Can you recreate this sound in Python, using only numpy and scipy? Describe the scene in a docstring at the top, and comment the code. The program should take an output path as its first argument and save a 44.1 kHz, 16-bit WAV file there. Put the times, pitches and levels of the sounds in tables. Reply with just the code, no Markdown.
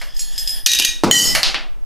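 """Marble run in a small room

A marble rolls down a metal rail, clinking against it, and sets off a clatter of hard parts.
Knocks sound on a wooden board; a struck steel piece rings as it tumbles, over the rumble of a
marble on wood. The steel lands with a dull knock and a marble clacks on the floor.
A fast gain control squashes every loud blow and holds up its tail."""
import sys
import numpy as np
from scipy import signal
from scipy.fft import rfft, irfft, next_fast_len
from scipy.io import wavfile

SR = 44100
rng = np.random.default_rng(int(sys.argv[2]) if len(sys.argv) > 2 else 0)


def inscribe(sig):
    """Save sig as 16-bit PCM at rate SR to the path in sys.argv[1].

    A 1-D sig is mono; a 2-D sig holds one channel per row.
    Samples are clipped to [-1, 1] before scaling.
    """
    pcm = np.round(np.clip(np.atleast_2d(sig).T, -1, 1) * 32767)
    wavfile.write(sys.argv[1], SR, pcm.astype(np.int16))


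N = 81585

# dull, woody landings; the last one damps the steel: t/s, level/dB, treble tilt/(dB per octave)
LANDINGS = [(.0145, -33, -3), (1.3495, -12, -1)]


def rail_taps():
    """The marble taps the rail: a bright tick, and a ring coloured by where it hits."""
    # t/s, level/dB, place along the rail/0-1
    taps = [(.001, -21, .7), (.040, -21, .6), (.147, -22, 1), (.166, -12, .9), (.193, -1, .1),
            (.320, -15, .6), (.361, -17, 1), (.379, 0, .85), (.475, -1.5, 1), (.493, -3, 1)]
    # rail modes: f/Hz, level struck at place 0/dB, level at place 1/dB
    modes = [(1760, -46, -45), (3354, -46, -33), (4311, -26, -42), (4907, -31, -34), (5069, -29, -15),
             (5558, -29, -40), (6020, -37, -39), (6630, -46, -31), (6753, -23, -41), (7515, -29, -38),
             (7608, -27, -33), (8529, -47, -39), (9385, -39, -37), (10394, -36, -31), (10529, -31, -39),
             (11462, -40, -33), (11888, -47, -35), (12285, -55, -39), (13377, -38, -44), (13900, -46, -43),
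             (14352, -48, -43)]
    # ring time of the rail: f/Hz, t60/s
    decay = [(1800, .45), (4500, .27), (11000, .4)]
    # spectrum of the tick: f/Hz, level/dB
    colour = [(100, -29), (1200, -30), (2200, -7), (3400, 2.5), (5000, -6.5), (6500, 1), (8000, -3),
              (12000, -9), (16000, -11.5)]
    t, db, place = np.transpose(taps)
    rings = struck_at(t, db - .5, place, modes, decay)
    hits = [(start, level - 22, 0) for start, level, _ in taps]
    ticks = blows(hits, colour, crack_t60=.0091, room_db=-10, linger=.82)
    return low_cut(rings + ticks, below_hz=590)


def rail_roll(bumps_per_s=70, spread_db=4):
    """The rolling marble whirs along the rail, and small random bumps make the metal sing."""
    # swell and fade of the roll: t/s, level/dB
    swell = [(0, -43.5), (0.139, -45.5), (0.251, -43), (.36, -39), (.5, -38.5), (0.582, -34.5),
             (0.66, -53.5), (.75, -76.5)]
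    # spectrum of the whir: f/Hz, level/dB
    colour = [(100, -4.5), (400, -14), (730, -5), (1300, -20.5), (1780, 3), (2200, -20.5), (3350, 6),
              (4000, -13.5), (5050, 3.5), (6300, -13), (16000, -32)]
    # modes rung by the bumps: f/Hz, level above the roll/dB, t60/s
    modes = [(3340, 1, .04), (5075, 0, .1)]
    roll_db = np.interp(seconds(), *np.transpose(swell))
    bumps = np.flatnonzero(rng.random(N) < bumps_per_s / SR)
    rings = 0
    for hz, above_db, t60 in modes:
        bump_db = roll_db[bumps] + above_db + rng.normal(0, spread_db, len(bumps))
        rings += ring(bumps / SR, bump_db, hz, t60)
    return rings + noise(colour) * from_db(roll_db)


def clatter():
    """Hard parts tumble together: each contact is a blunt crack, a brief clink and a metallic ring."""
    # t/s, level/dB, place/0-1, clink pitch/Hz
    contacts = [(.6615, 6, 0, 5850), (.668, 3, 0, 6450), (.716, -7, .6, 6050), (.733, -3, 1, 3650),
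                (.748, -4, .9, 6150), (.787, -7, .7, 4850), (.797, -1, 1, 2750), (.821, -9, 1, 2950),
                (.8485, 0, .5, 6450)]
    # modes of the parts: f/Hz, level struck at place 0/dB, level at place 1/dB
    modes = [(1720, -36, -29), (1900, -19, -33), (2441, -31, -16), (2749, -36, -18), (2828, -31, -21),
             (3001, -33, -23), (3295, -33, -26), (3603, -33, -18), (3738, -24, -22), (3785, -19, -28),
             (3830, -18, -26), (4315, -21, -33), (4625, -36, -25), (4806, -17, -21), (5430, -29, -25),
             (6040, -23, -21), (6424, -25, -23), (8280, -23, -35), (8760, -33, -27)]
    # ring time of the parts: f/Hz, t60/s
    decay = [(3400, .29), (3780, .4), (4300, .26)]
    # spectrum of the crack: f/Hz, level/dB
    colour = [(100, -36.5), (279, -4), (607, -24.5), (1160, -26.5), (1840, -8.5), (2050, -18.5), (2450, -5),
              (3700, -2.5), (4300, -5.5), (6220, -1), (7510, -10.5), (13000, -11), (15000, -22.5)]
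    t, db, place, _ = np.transpose(contacts)
    rings = struck_at(t, db - 2.5, place, modes, decay)
    clinks = in_room(sum(ring([start], [level - 4], hz, t60=.045) for start, level, _, hz in contacts))
    hits = [(start, level - 2, 0) for start, level, _, _ in contacts]
    cracks = blows(hits, colour, crack_t60=.055, room_db=-17, rise_s=.0015)
    return low_cut(cracks + clinks + rings, below_hz=650)


def tumbling_steel(strike_s=1.1118, ring_db=18.5, beam_s=.045, beam_depth_db=13):
    """Struck steel pings, then rings in flight until it lands, its modes swelling in turn as it spins."""
    # steel modes: f/Hz, level/dB, moment it beams at the listener/s
    modes = [(1923, -20, 1.15), (1990, -27, 1.32), (2955, -20, 1.2), (3047, -13, 1.17), (4098, -26, 1.17),
             (4249, -25, 1.13), (4579, -22, 1.23), (4777, -24, 1.2), (4994, -22, 1.31), (5337, -18, 1.28),
             (5400, -24, 1.25), (5833, -19, 1.18), (6526, -22, 1.21), (6721, -22, 1.26), (6727, -14, 1.12),
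             (7468, -23, 1.15), (7694, -25, 1.25), (8035, -26, 1.19), (8738, -26, 1.14), (9151, -31, 1.23),
             (9937, -32, 1.22), (10600, -28, 1.22), (10805, -32, 1.22), (11629, -32, 1.23),
             (12050, -31, 1.23), (12990, -29, 1.2), (13560, -33, 1.26), (13950, -32, 1.22)]
    # damped pings while the steel is in contact: t/s, f/Hz, level/dB
    contact_pings = [(1.1118, 3070, 15), (1.1118, 6900, 9), (1.1205, 1990, 4), (1.1215, 6760, 8)]
    # spectrum of the strike: f/Hz, level/dB
    colour = [(100, -5), (1300, -24.5), (3000, 0), (7000, 4.5), (9000, 3), (13000, 2), (16000, -13.5)]
    t = seconds()
    since_landing = np.maximum(t - LANDINGS[-1][0], 0)
    damping = np.exp(-np.log(1000) * since_landing / .3)  # a further 60 dB down in 0.3 s
    envelope = from_db(ring_db) * dying(strike_s, t60=.6) * damping
    rings, pings = 0, 0
    for hz, db, facing_s in modes:
        facing = np.exp(-.5 * ((t - facing_s) / beam_s) ** 2)
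        tone = np.imag(flutter() * np.exp(2j * np.pi * (hz * t + rng.random())))
        rings += from_db(db + beam_depth_db * (facing - 1)) * tone
    for start, hz, db in contact_pings:
        age = np.maximum(t - start, 0) / .002  # each ping peaks after 2 ms
        pings += from_db(db) * age * np.exp(1 - age) * np.sin(2 * np.pi * hz * (t - start))
    crack = blows([(strike_s, -1, 0)], colour, crack_t60=.025, room_db=-4, linger=1.6)
    return envelope * rings + in_room(pings) + crack


def board_knocks():
    """Knocks on a wooden board: a dull thud with the board's low modes for body."""
    # t/s, level/dB, treble tilt/(dB per octave)
    knocks = [(.797, -26, -2.5), (1.0362, -3, -.5), (1.043, -1, -1)]
    # spectrum of the thud: f/Hz, level/dB
    colour = [(35, -38.5), (60, -53), (104, -14.5), (199, -2), (324, -1), (633, -10), (960, -9.5),
              (1450, -14.5), (1750, -24.5), (1920, -20.5), (5180, -20.5), (15000, -41.5)]
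    # board modes: f/Hz, level/dB, t60/s
    modes = [(111.2, -16.5, 0.33), (255.8, -17.5, 0.33), (341, -3, 0.11), (352.4, -4, .16),
             (434, -26.5, 0.25), (815, -17.5, .18), (967, -8, .18)]
    thuds = blows(knocks, colour, crack_t60=.06, room_db=-14, linger=.75)
    t, db, _ = np.transpose(knocks)
    body = sum(ring(t, db - 5 + mode_db, hz, t60) for hz, mode_db, t60 in modes)
    return thuds + in_room(body)


def board_roll(start_s=1.12, fade_span_s=(1.71, 2.34), level_db=-11.5):
    """A marble trundles over the wood with a fading rumble."""
    # spectrum of the rumble: f/Hz, level/dB
    colour = [(60, -26), (120, -5), (270, -3), (500, -10.5), (1300, -14), (3000, -27)]
    envelope = dying(start_s, t60=.54) * np.interp(seconds(), fade_span_s, [1, 0])
    return from_db(level_db) * envelope * noise(colour)


def landings():
    """Woody landings, each with a strong tail of room."""
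    # spectrum of a landing: f/Hz, level/dB
    colour = [(59, -62), (100, -14), (375, -37), (546, -6), (942, -11.5), (1560, -6), (2000, -1.5),
              (2230, -2.5), (2520, -11), (2800, -3), (3460, -14), (4350, -3), (8340, -16), (11000, -9),
              (15000, -26)]
    return blows(LANDINGS, colour, crack_t60=.12, room_db=.5, linger=.68)


def floor_bounces():
    """A marble bounces on the floor: a sharp clack, then a softer, duller one."""
    # t/s, level/dB, treble tilt/(dB per octave)
    bounces = [(1.431, 1, 1.5), (1.544, -12, -6.5)]
    # spectrum of the clack: f/Hz, level/dB
    colour = [(100, -32), (324, -13), (502, -18), (764, -6), (885, -13), (1210, -9), (1960, -5.5),
              (2800, 0), (4700, 1.5), (8000, -20), (11200, -22.5), (15000, -43)]
    return blows(bounces, colour, crack_t60=.013, room_db=-8.5, linger=.74)


def room_tone(level_db=-46):
    """A faint rumble, wide in the bass, as mid and side."""
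    # spectrum of the rumble: f/Hz, level/dB
    colour = [(15, 2), (30, 0), (50, -7), (80, -17), (200, -21), (800, -24), (2000, -33), (6000, -41),
              (15000, -46)]
    # stereo width: f/Hz, side against mid/dB
    width = [(25, 25.5), (60, -3.5), (150, -17.5), (1000, -20.5), (15000, -21.5)]
    hz = np.arange(N // 2 + 1) * SR / N
    side = irfft(rfft(noise(colour)) * from_db(at_hz(width, hz)), N)
    return from_db(level_db) * noise(colour), from_db(level_db) * side


def blows(hits, colour, crack_t60, room_db, linger=1, rise_s=0):
    """Each blow is a short crack of dense modes plus the room's tail, dying octave by octave."""
    # base decay of the room, scaled by linger: f/Hz, t60/s
    room_decay = [(100, 0.65), (500, 0.68), (1500, 0.48), (4000, 0.37), (8000, 0.36), (15000, 0.25)]
    size = next_fast_len(N)
    spectrum = rfft(noise(colour), size)
    hz = np.arange(len(spectrum)) * SR / size
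    octave = np.log2(np.clip(hz, 125, 16000) / 4000)
    cracks = [dying(start, crack_t60) * np.clip((seconds() - start) / (rise_s + 1 / SR), 0, 1)
              for start, _, _ in hits]
    out = 0
    for k in range(-5, 3):  # octaves from 4 kHz
        band = irfft(spectrum * np.maximum(1 - abs(octave - k), 0), size)[:N]
        t60 = linger * at_hz(room_decay, 4000 * 2. ** k)
        power = 0
        for (start, db, tilt), crack in zip(hits, cracks):
            tail = from_db(room_db) * dying(start, t60)
            gain = from_db(db + tilt * max(k, -1))  # the tilt levels off below 2 kHz
            power += gain ** 2 * (crack ** 2 + tail ** 2)
        out += band * np.sqrt(power)
    return out


def struck_at(times, db, place, modes, decay):
    """The place of each blow decides which modes ring; they flutter as the parts move."""
    rings = 0
    for hz, near_db, far_db in modes:
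        levels_db = db + near_db + (far_db - near_db) * place
        rings += flutter().real * ring(times, levels_db, hz, at_hz(decay, hz))
    return in_room(rings)


def ring(times, levels_db, hz, t60):
    """One mode, of random polarity, set ringing by each blow."""
    clicks = np.zeros(N)
    onsets = np.clip(np.asarray(times) * SR, 0, N - 1).astype(int)
    np.add.at(clicks, onsets, from_db(levels_db))
    radius, angle = np.exp(-np.log(1000) / (t60 * SR)), 2 * np.pi * hz / SR
    feedback = [1, -2 * radius * np.cos(angle), radius ** 2]
    return rng.choice([-1, 1]) * signal.lfilter([.5, 0, -.5], feedback, clicks + 1e-18)


def flutter(depth=.6, up_to_hz=35):
    """Wavering strength and phase of a mode whose source moves among reflections."""
    hop = 50  # samples per control step
    lowpass = signal.butter(2, up_to_hz, fs=SR / hop, output="sos")
    drift = signal.sosfilt(lowpass, rng.standard_normal((2, N // hop + 200)))[:, 198:]
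    wobble = (drift[0] + 1j * drift[1]) / drift.std() / np.sqrt(2)
    return 1 + depth * np.interp(np.arange(N) / hop, np.arange(len(wobble)), wobble)


def in_room(x, wet_db=-6):
    """A sound together with its diffuse tail."""
    echo = rng.standard_normal(N) * dying(.0016, t60=.3)
    return x + from_db(wet_db) * signal.fftconvolve(x, echo / np.linalg.norm(echo))[:N]


def low_cut(x, below_hz, order=2):
    """Roll off the bass."""
    return signal.sosfilt(signal.butter(order, below_hz, "high", fs=SR, output="sos"), x)


def noise(colour):
    """Noise of rms 1 with the given spectral shape."""
    size = next_fast_len(N)
    hz = np.arange(size // 2 + 1) * SR / size
    x = irfft(rfft(rng.standard_normal(size)) * from_db(at_hz(colour, hz)), size)[:N]
    return x / x.std()


def dying(start_s, t60):
    """An envelope that jumps to 1 and falls 60 dB every t60 seconds."""
    age = seconds() - start_s
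    return (age >= 0) * np.exp(-np.log(1000) * np.clip(age / max(t60, 1e-3), 0, 4))


def smooth(x, time_s):
    """One-pole smoothing."""
    pole = np.exp(-1 / (time_s * SR))
    return signal.lfilter([1 - pole], [1, -pole], x)


def at_hz(points, hz):
    """Read a table on a log-frequency axis."""
    f, value = np.transpose(points)
    return np.interp(np.log(np.maximum(hz, 1)), np.log(f), value)


def from_db(db):
    """Decibels to gain."""
    return 10 ** (np.asarray(db) / 20)


def seconds():
    """Time of every sample."""
    return np.arange(N) / SR


def scene():
    """The action sits dead centre, with a faint diffuse stereo haze that follows its level."""
    run = rail_taps() + rail_roll() + clatter() + board_knocks() + board_roll()
    run += tumbling_steel() + landings() + floor_bounces()
    tone_mid, tone_side = room_tone()
    side_haze = in_room(run) - run
    side = tone_side + from_db(-33) * side_haze
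    return run + tone_mid + side * np.array([[1], [-1]])


def record(dry):
    """Fast gain control, less alert to bass, lets the first instant of a blow clip; the top is cut."""
    knee_db, squash, attack_s, release_db_per_s = -15.5, .81, .00031, 893
    sidechain = low_cut(dry.mean(axis=0), below_hz=300, order=1)
    level_db = 10 * np.log10(smooth(sidechain ** 2, time_s=.0071) + 1e-12)
    target_cut_db = np.maximum(level_db - knee_db, 0) * squash
    release_db = release_db_per_s * seconds()
    held_db = np.maximum.accumulate(target_cut_db + release_db) - release_db  # lets go at a steady rate
    cut_db = smooth(held_db, attack_s)
    clipped = np.clip(dry * from_db(-cut_db), -1, 1)
    high_cut = signal.ellip(12, .2, 70, 15300, fs=SR, output="sos")
    return signal.sosfilt(high_cut, clipped)


dry = scene()
out = record(dry)
inscribe(out)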